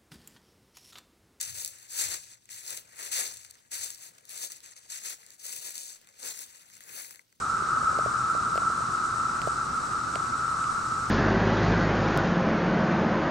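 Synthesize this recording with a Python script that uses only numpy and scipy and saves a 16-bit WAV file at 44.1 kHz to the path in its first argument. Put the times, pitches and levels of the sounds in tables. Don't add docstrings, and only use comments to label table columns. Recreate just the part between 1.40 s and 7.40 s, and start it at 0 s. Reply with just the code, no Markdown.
import sys
import numpy as np
from scipy import signal
from scipy.fft import rfft, irfft, next_fast_len
from scipy.io import wavfile
from scipy.ndimage import map_coordinates

SR = 44100
rng = np.random.default_rng(int(sys.argv[2]) if len(sys.argv) > 2 else 0)


def gain_from_decibels(decibels):
    exponent = np.asarray(decibels, float) / 20
    return 10 ** exponent


def transcribe(signal):
    frames = np.atleast_2d(signal).T
    limited = np.clip(frames, -1, 1)
    pcm = np.round(limited * 32767).astype(np.int16)
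    wavfile.write(sys.argv[1], SR, pcm)


N = 264597

# peak_s [s], rise_s [s], rustle_db [dB], hold_s [s], weight_db [dB]
TREADS = [(0.008, 0.085, -37, .005, -7), (0.026, .03, -39.5, 0.26, -4.5), (0.588, 0.091, -33, 0.069, -6.5),
          (1.108, 0.019, -43, 0.1, -7), (1.718, 0.0064, -31, 0.073, -6.5),
          (2.317, 0.0095, -38.5, 0.013, -3), (2.341, 0.025, -36.5, 0.2, -4.5),
          (2.895, 0.011, -47.5, 0.056, 0), (3.101, 0.005, -44.5, 0.027, -2), (3.158, .02, -50.5, .005, -4),
          (3.502, .016, -39, 0.08, -8), (3.665, 0.091, -37, 0.061, -2), (4.056, 0.07, -43, 0.055, -0.5),
          (4.305, .006, -44, .005, -6), (5.71, .006, -52, 0.0053, 0), (4.36, 0.055, -41, 0.01, 0),
          (4.83, 0.024, -43, 0.031, 21.5), (4.868, 0.081, -36.5, 0.036, 0.5)]
# peak_s [s], rise_s [s], rustle_db [dB], hold_s [s], dullness_db
# [dB]
DRAGS = [(0.184, .1, -39.5, 0.1, -4), (0.619, 0.13, -32, 0.015, -2.5), (0.712, 0.074, -32.5, 0.032, 0.5),
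         (1.306, 0.13, -39.5, 0.073, 0), (1.6, 0.067, -43, 0.029, 8.5), (1.644, .08, -39, 0.036, 1.5),
         (1.79, 0.08, -32.5, 0.045, 2.5), (1.844, 0.13, -39, 0.095, -1), (2.44, 0.13, -38.5, 0.015, -4),
         (2.634, .1, -46.5, 0.036, 0.5), (2.96, 0.11, -44, 0.078, 1), (3.04, .13, -36, 0.0094, -5.5),
         (4.138, 0.13, -40, 0.12, -5), (4.27, 0.093, -38.5, 0.022, -1.5), (4.4, 0.066, -41.5, 0.087, -8.5),
         (4.5, 0.13, -47.5, 0.058, -2.5), (5, .2, -43, 0.036, -1.6), (5.483, 0.079, -51.5, 0.19, 9.5),
         (5.577, 0.11, -43, 0.033, 5), (5.628, .1, -49, 0.058, 0.5)]
# peak_s [s], rise_s [s], rustle_db [dB], hold_s [s], dullness_db [dB]
STIRS = [(0.323, 0.037, -52.5, .13, 3), (0.808, 0.062, -48, 0.032, -5), (0.87, .05, -53.5, 0.068, 1),
         (1.004, .05, -67, .09, -4), (1.5, 0.17, -59, .05, 6.5), (1.973, 0.043, -51, 0.08, 0.5),
         (2.098, 0.0091, -57, .005, 2), (2.14, .05, -64, 0.13, 2), (2.74, .05, -65.5, .14, 4.5),
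         (3.234, 0.017, -50.5, .02, 2.5), (3.26, 0.063, -53.5, .065, 2), (3.366, 0.0108, -49, 0.0033, 1.5),
         (3.43, 0.083, -57, .03, 0.5), (3.8, 0.037, -57.5, 0.12, 4.5), (3.932, 0.042, -56.5, .01, 0),
         (3.995, .003, -49.5, .006, -3), (4.623, .03, -66, 0.084, 7), (4.79, 0.22, -58.5, .02, 3),
         (5.104, 0.17, -54.5, 0.12, 2), (5.34, 0.16, -55, .03, 2.5), (5.41, .006, -55.5, 0.027, 2),
         (5.712, .05, -60.5, .06, 4), (5.8, .05, -67.5, 0.017, 0.5), (5.87, 0.12, -75.5, .14, -5)]
# time_s [s], dry_edge_db [dB]
DRYNESS = [(0.0, -0.5), (0.3, 5.5), (0.95, -2.5), (1.35, 3.5), (1.7, -0.5), (2.55, 2), (3.0, 3), (3.35, -5),
           (4.0, 5), (4.6, -1.5), (5.3, 8), (6.0, 10.5)]
# start_s [s], peak_db [dB]
SNAPS = [(0.0118, -14), (0.2474, -17.5), (0.2598, -24.5), (0.277, -24), (0.769, -40), (1.2757, -28.5),
         (1.279, -27), (1.3054, -23), (1.3733, -22.5), (1.9702, -30.5), (1.9757, -34), (2.1094, -32),
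         (2.4447, -22.5), (2.5037, -25), (2.5468, -31), (2.853, -38), (2.8935, -32), (2.976, -31),
         (3.048, -29), (3.1194, -25), (3.7065, -28), (3.8639, -37), (3.9045, -33.5), (4.066, -28),
         (4.1626, -25), (4.306, -27), (4.3543, -23), (4.3792, -22.5), (4.6142, -43), (4.9906, -25)]
# start_s [s], peak_db [dB], low_part_db [dB re peak]
TICKS = [(0.3847, -39, -19), (0.8655, -68, -14), (0.9384, -51.5, -6), (1.0556, -47, -10), (1.0907, -42, -4),
         (1.4924, -48, -13), (2.0475, -32.5, -11), (2.1534, -45, -8), (2.5992, -51, -13),
         (2.7819, -41.5, -9), (2.7847, -43.5, -7), (3.204, -38, -25), (3.261, -38, -18), (3.321, -50, -2),
         (3.3636, -45, -10), (3.8027, -59, -15), (4.6449, -53, -4), (4.672, -42, -6), (4.6884, -44, -9),
         (4.7942, -45, -7), (5.3, -42.5, -5), (5.3374, -42, -15), (5.4062, -36.5, -5), (5.4907, -43, -14),
         (5.6462, -35.5, -6), (5.7077, -35.5, -2), (5.747, -42.5, -1.5), (5.7578, -38.5, -7),
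         (5.793, -46, 4), (5.9256, -52, -3)]
# pitch_hz [Hz], level_db [dB per Hz]
LEFT_COLOUR = [(250, -20.5), (550, -10.5), (1400, -10), (2000, -4), (2250, -11), (2500, -7.5),
               (3000, -11.5), (4300, -4.5), (5150, -7.5), (6300, -1), (7900, 0.5), (10500, -4),
               (13800, -12.5), (14800, -8.5)]
# pitch_hz [Hz], level_db [dB per Hz]
RIGHT_COLOUR = [(250, -23), (400, -15.5), (580, -10), (900, -15), (1250, -12.5), (1600, -15.5),
                (2400, -9.5), (3050, -12.5), (4700, -5.5), (5200, -7.5), (6300, -3), (8000, -6),
                (10000, -12.5), (15000, -17.5)]
# pitch_hz [Hz], shared_part [0 to 1]
LIKENESS = [(250, .7), (550, .82), (850, .68), (1200, .82), (1700, .66), (2400, .85), (2750, .62),
            (3200, .93), (3700, .58), (4300, .82), (5200, .86), (7000, .66), (9000, .45), (15000, .3)]
# peak_s [s], level_db [dB]
THUDS = [
    (0.4, -72),
    (0.67, -78),
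    (1.34, -70),
    (1.89, -84),
    (4.86, -68),
    (5.52, -73),
]
# peak_s [s], level_db [dB]
GUSTS = [
    (0.09, -56),
    (0.67, -59),
    (1.15, -74),
    (1.72, -68),
    (1.92, -64.5),
    (2.42, -68),
    (5.55, -86),
]
# time_s [s], level_db [dB]
HUM = [
    (0.0, -73.5),
    (1.5, -76),
    (3.1, -79.5),
    (4.6, -91),
    (6.0, -87),
]
# pitch_hz [Hz], level_db [dB per Hz]
HISS = [(200, -8.5), (500, -10.5), (800, -16), (3000, -10), (5600, -9.5), (10000, -43), (13500, -15.5),
        (15300, -16.5)]

RISE_DB, TOUCH_DB_PER_S = 20, 900
SAG_DB_PER_S, STIR_SAG_DB_PER_S, FALL_DB_PER_S = 56, 11, 268
TREAD_DB, DRAG_DB, STIR_DB = (0, -2.5), (1, -1.7), (-4, -6.5)
FAINT_DB, BODY_PER_DB, WEIGHT_PER_DB = -50.5, 0.24, 0.78
WEIGHT_PER_DULL = 0.65
SNAP_LOW_DB, LOW_PER_DB = -23.5, -0.62
PORT_LAG_MS = 0.4677
CAVITY_HZ, CAVITY_WIDTH_HZ, CAVITY_DB = 2090, 37, -11.5
THUD_DB_PER_S, RUMBLE_DB = 164, -81
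GUST_RISE_DB_PER_S, GUST_FALL_DB_PER_S, BREEZE_DB = 165, 82, -93.5
HUM_HZ, HISS_DB = 117., -67
CUTOFF_HZ = 15800
STEP = 32


def leaves():
    rustle_db, body_db, weight_db, edge_db = footwork()
    edge_db = edge_db + curve(DRYNESS)
    crush = gain_from_decibels(.4 * (rustle_db + 48.0))
    wide = cracks(500. * crush, spread_db=4.0, clump_db=4.5)
    surge = np.tanh(drift(37.5))
    at, peak_db, low_db = snaps_and_ticks()
    edges = 200 * 2 ** np.arange(0, 6.6, .5)
    tint_db = 1.8 * rng.standard_normal((len(at), len(edges)))
    white = rng.standard_normal((2, 2, N))
    out = np.zeros((2, N))
    for k, (low, high) in enumerate(zip(edges, edges[1:])):
        octave = np.log2(np.sqrt(low * high) / 500)
        weight = np.interp(octave, [0, 2], [1, 0])
        body = np.interp(octave, [0, 2, 3], [0, 1, 0])
        edge = np.interp(octave, [4, 5], [0, 1])
        fade_s = 0.00057 + 0.0017 / 2 ** octave
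        narrow = cracks(300. * crush, spread_db=4.5, clump_db=4.0)
        grain = dying(wide + 2.26 * narrow, fade_s)
        grain = 1.024 + grain / grain.mean()
        shape_db = body * body_db + weight * weight_db + edge * edge_db
        level_db = rustle_db + shape_db + 1.83 * surge + 0.43 * drift(45.0)
        blow_db = peak_db - 1.5 + (body + weight) * (low_db + 15.5) - 13.5 * weight
        blow_db = blow_db + 0.28 * edge * (edge_db[at] + 7.0) + tint_db[:, k]
        blows = np.zeros(N)
        blows[at] = gain_from_decibels(2 * blow_db)
        power = gain_from_decibels(2 * level_db) * grain + dying(blows, 0.77 * fade_s)
        out += band(np.sqrt(power) * white[k % 2], low, high)
    return out


def footwork():
    rows = [(*r, SAG_DB_PER_S, *TREAD_DB) for r in TREADS]
    kinds = ((DRAGS, SAG_DB_PER_S, DRAG_DB), (STIRS, STIR_SAG_DB_PER_S, STIR_DB))
    for table, sag, (weight, edge) in kinds:
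        rows += [(*r, weight + WEIGHT_PER_DULL * dull, sag, dull, edge) for *r, dull in table]
    s, rise_s, db, hold_s, weight, sag, body, edge = np.transpose(rows)
    power = swells(s, RISE_DB / np.maximum(rise_s, .003), db, hold_s, sag[:, None], FALL_DB_PER_S)
    early_s = (s - rise_s)[:, None] - np.arange(power.shape[1]) * STEP / SR
    power = power * gain_from_decibels(-2 * TOUCH_DB_PER_S * np.clip(early_s, 0, .1)) + 1e-30
    total = power.sum(axis=0)
    level_db = 10 * np.log10(total)
    body_db, weight_db, edge_db = [v @ power / total for v in (body, weight, edge)]
    faint = np.clip(FAINT_DB - level_db, 0, 20)
    body_db = body_db + BODY_PER_DB * faint
    weight_db = weight_db + WEIGHT_PER_DB * faint
    return [full_rate(v) for v in (level_db, body_db, weight_db, edge_db)]


def cracks(per_s, spread_db, clump_db):
    born = rng.random(N) < per_s * gain_from_decibels(clump_db * drift(40.)) / SR
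    size_db = spread_db * np.minimum(rng.exponential(1, N), 3.0)
    power = born * gain_from_decibels(2 * size_db) / per_s
    return power / power.mean()


def snaps_and_ticks():
    snaps = [(s, db, SNAP_LOW_DB + LOW_PER_DB * (db + 58)) for s, db in SNAPS]
    s, peak_db, low_db = np.transpose(snaps + list(TICKS))
    return np.round(s * SR).astype(int), peak_db, low_db


def dying(power, decay_s):
    return signal.lfilter([1], [1, -np.exp(-1 / (decay_s * SR))], power + 1e-18)


def ports(common, own):
    hz, alike = np.transpose(LIKENESS)
    alike = np.clip(alike, .05, .98)
    lag_ms = PORT_LAG_MS + .01 * drift(5.)
    late = map_coordinates(common, [np.arange(N) - lag_ms * SR / 1000], order=5, mode="nearest")
    right = colour(late, hz, 20 * np.log10(alike)) + colour(own, hz, 10 * np.log10(1 - alike ** 2))
    left = common + gain_from_decibels(CAVITY_DB) * resonance(common, CAVITY_HZ, CAVITY_WIDTH_HZ)
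    left = colour(left, *np.transpose(LEFT_COLOUR))
    right = colour(right, *np.transpose(RIGHT_COLOUR))
    return gain_from_decibels(7.0) * np.array([left, right])


def resonance(x, hz, width_hz):
    r = np.exp(-np.pi * width_hz / SR)
    poles = [1, -2 * r * np.cos(2 * np.pi * hz / SR), r * r]
    return signal.lfilter(np.array([1, 0, -1]) * (1 - r * r) / 2, poles, x)


def ground_rumble():
    level_db = bursts(THUDS, THUD_DB_PER_S, THUD_DB_PER_S, RUMBLE_DB) + 2.6 * drift(6.7)
    common, left, right = rms_one(band(rng.standard_normal((3, N)), 67.0, 244.0))
    return gain_from_decibels(level_db) * (common + 1.12 * np.array([left, right]))


def wind():
    level_db = bursts(GUSTS, GUST_RISE_DB_PER_S, GUST_FALL_DB_PER_S, BREEZE_DB)
    lumps = gain_from_decibels(1.7 * np.array([drift(22.0), drift(8.7)]))
    gusts = band(rng.standard_normal((2, N)), 71.0, 121.0) * lumps
    return gain_from_decibels(level_db) * rms_one(gusts) * gain_from_decibels([[5.], [-7.]])


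def far_engine():
    level_db = curve(HUM) + 1.3 * drift(5.3)
    cycles = HUM_HZ * np.cumsum(1 + 0.012 * drift(5.4)) / SR
    return gain_from_decibels(level_db) * np.sin(2 * np.pi * cycles)


def open_air():
    common, left, right = rms_one(colour(rng.standard_normal((3, N)), *np.transpose(HISS)))
    return gain_from_decibels(HISS_DB + 4.5 * drift(8.7)) * (0.36 * common + np.array([0.19 * left, 0.56 * right]))


def swells(s, rise_db_per_s, db, hold_s, sag_db_per_s, fall_db_per_s):
    t = np.arange(0, N + STEP, STEP) / SR - np.reshape(s, (-1, 1))
    rise, db, hold = (np.reshape(v, (-1, 1)) for v in (rise_db_per_s, db, np.maximum(hold_s, 0)))
    after = -sag_db_per_s * t - fall_db_per_s * np.maximum(t - hold, 0)
    return gain_from_decibels(2 * (db + np.minimum(rise * t, after))) + 1e-30


def bursts(rows, rise_db_per_s, fall_db_per_s, floor_db):
    s, db = np.transpose(rows)
    power = swells(s, rise_db_per_s, db, 0, 0, fall_db_per_s).sum(axis=0)
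    return full_rate(10 * np.log10(power + gain_from_decibels(2 * floor_db)))


def full_rate(v):
    return np.interp(np.arange(N) / STEP, np.arange(len(v)), v)


def curve(rows):
    s, value = np.transpose(rows)
    return np.interp(np.arange(N) / SR, s, value)


def drift(rate_hz):
    r = np.exp(-40 * np.pi * rate_hz / SR)
    noise = rng.standard_normal(N // 20 + 2002)
    slow = signal.lfilter([1], [1, -2 * r, r * r], noise)[2000:]
    return np.interp(np.arange(N) / 20, np.arange(len(slow)), rms_one(slow))


def rms_one(x):
    return x / np.sqrt(np.mean(x ** 2) + 1e-20)


def band(x, low_hz, high_hz):
    return signal.sosfilt(signal.butter(2, [low_hz, high_hz], "band", fs=SR, output="sos"), x)


def colour(x, hz, db):
    size = next_fast_len(N + 4096)
    grid = np.maximum(np.arange(size // 2 + 1) * SR / size, 1)
    log_gain = np.interp(np.log(grid), np.log(hz), db) * np.log(10) / 20
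    cepstrum = irfft(log_gain, size)
    cepstrum[1:size // 2] *= 2
    cepstrum[size // 2 + 1:] = 0
    return irfft(rfft(x, size) * np.exp(rfft(cepstrum)), size)[..., :N]


def scene():
    return ports(*leaves()) + ground_rumble() + wind() + far_engine() + open_air()


def band_limit(x):
    return signal.sosfilt(signal.butter(12, 16360, fs=SR, output="sos"), x)


def record(dry):
    steep = signal.ellip(14, .5, 60, CUTOFF_HZ, fs=SR, output="sos")
    mix = signal.sosfilt(steep, dry)
    return band_limit(mix)


dry = scene()
out = record(dry)
transcribe(out)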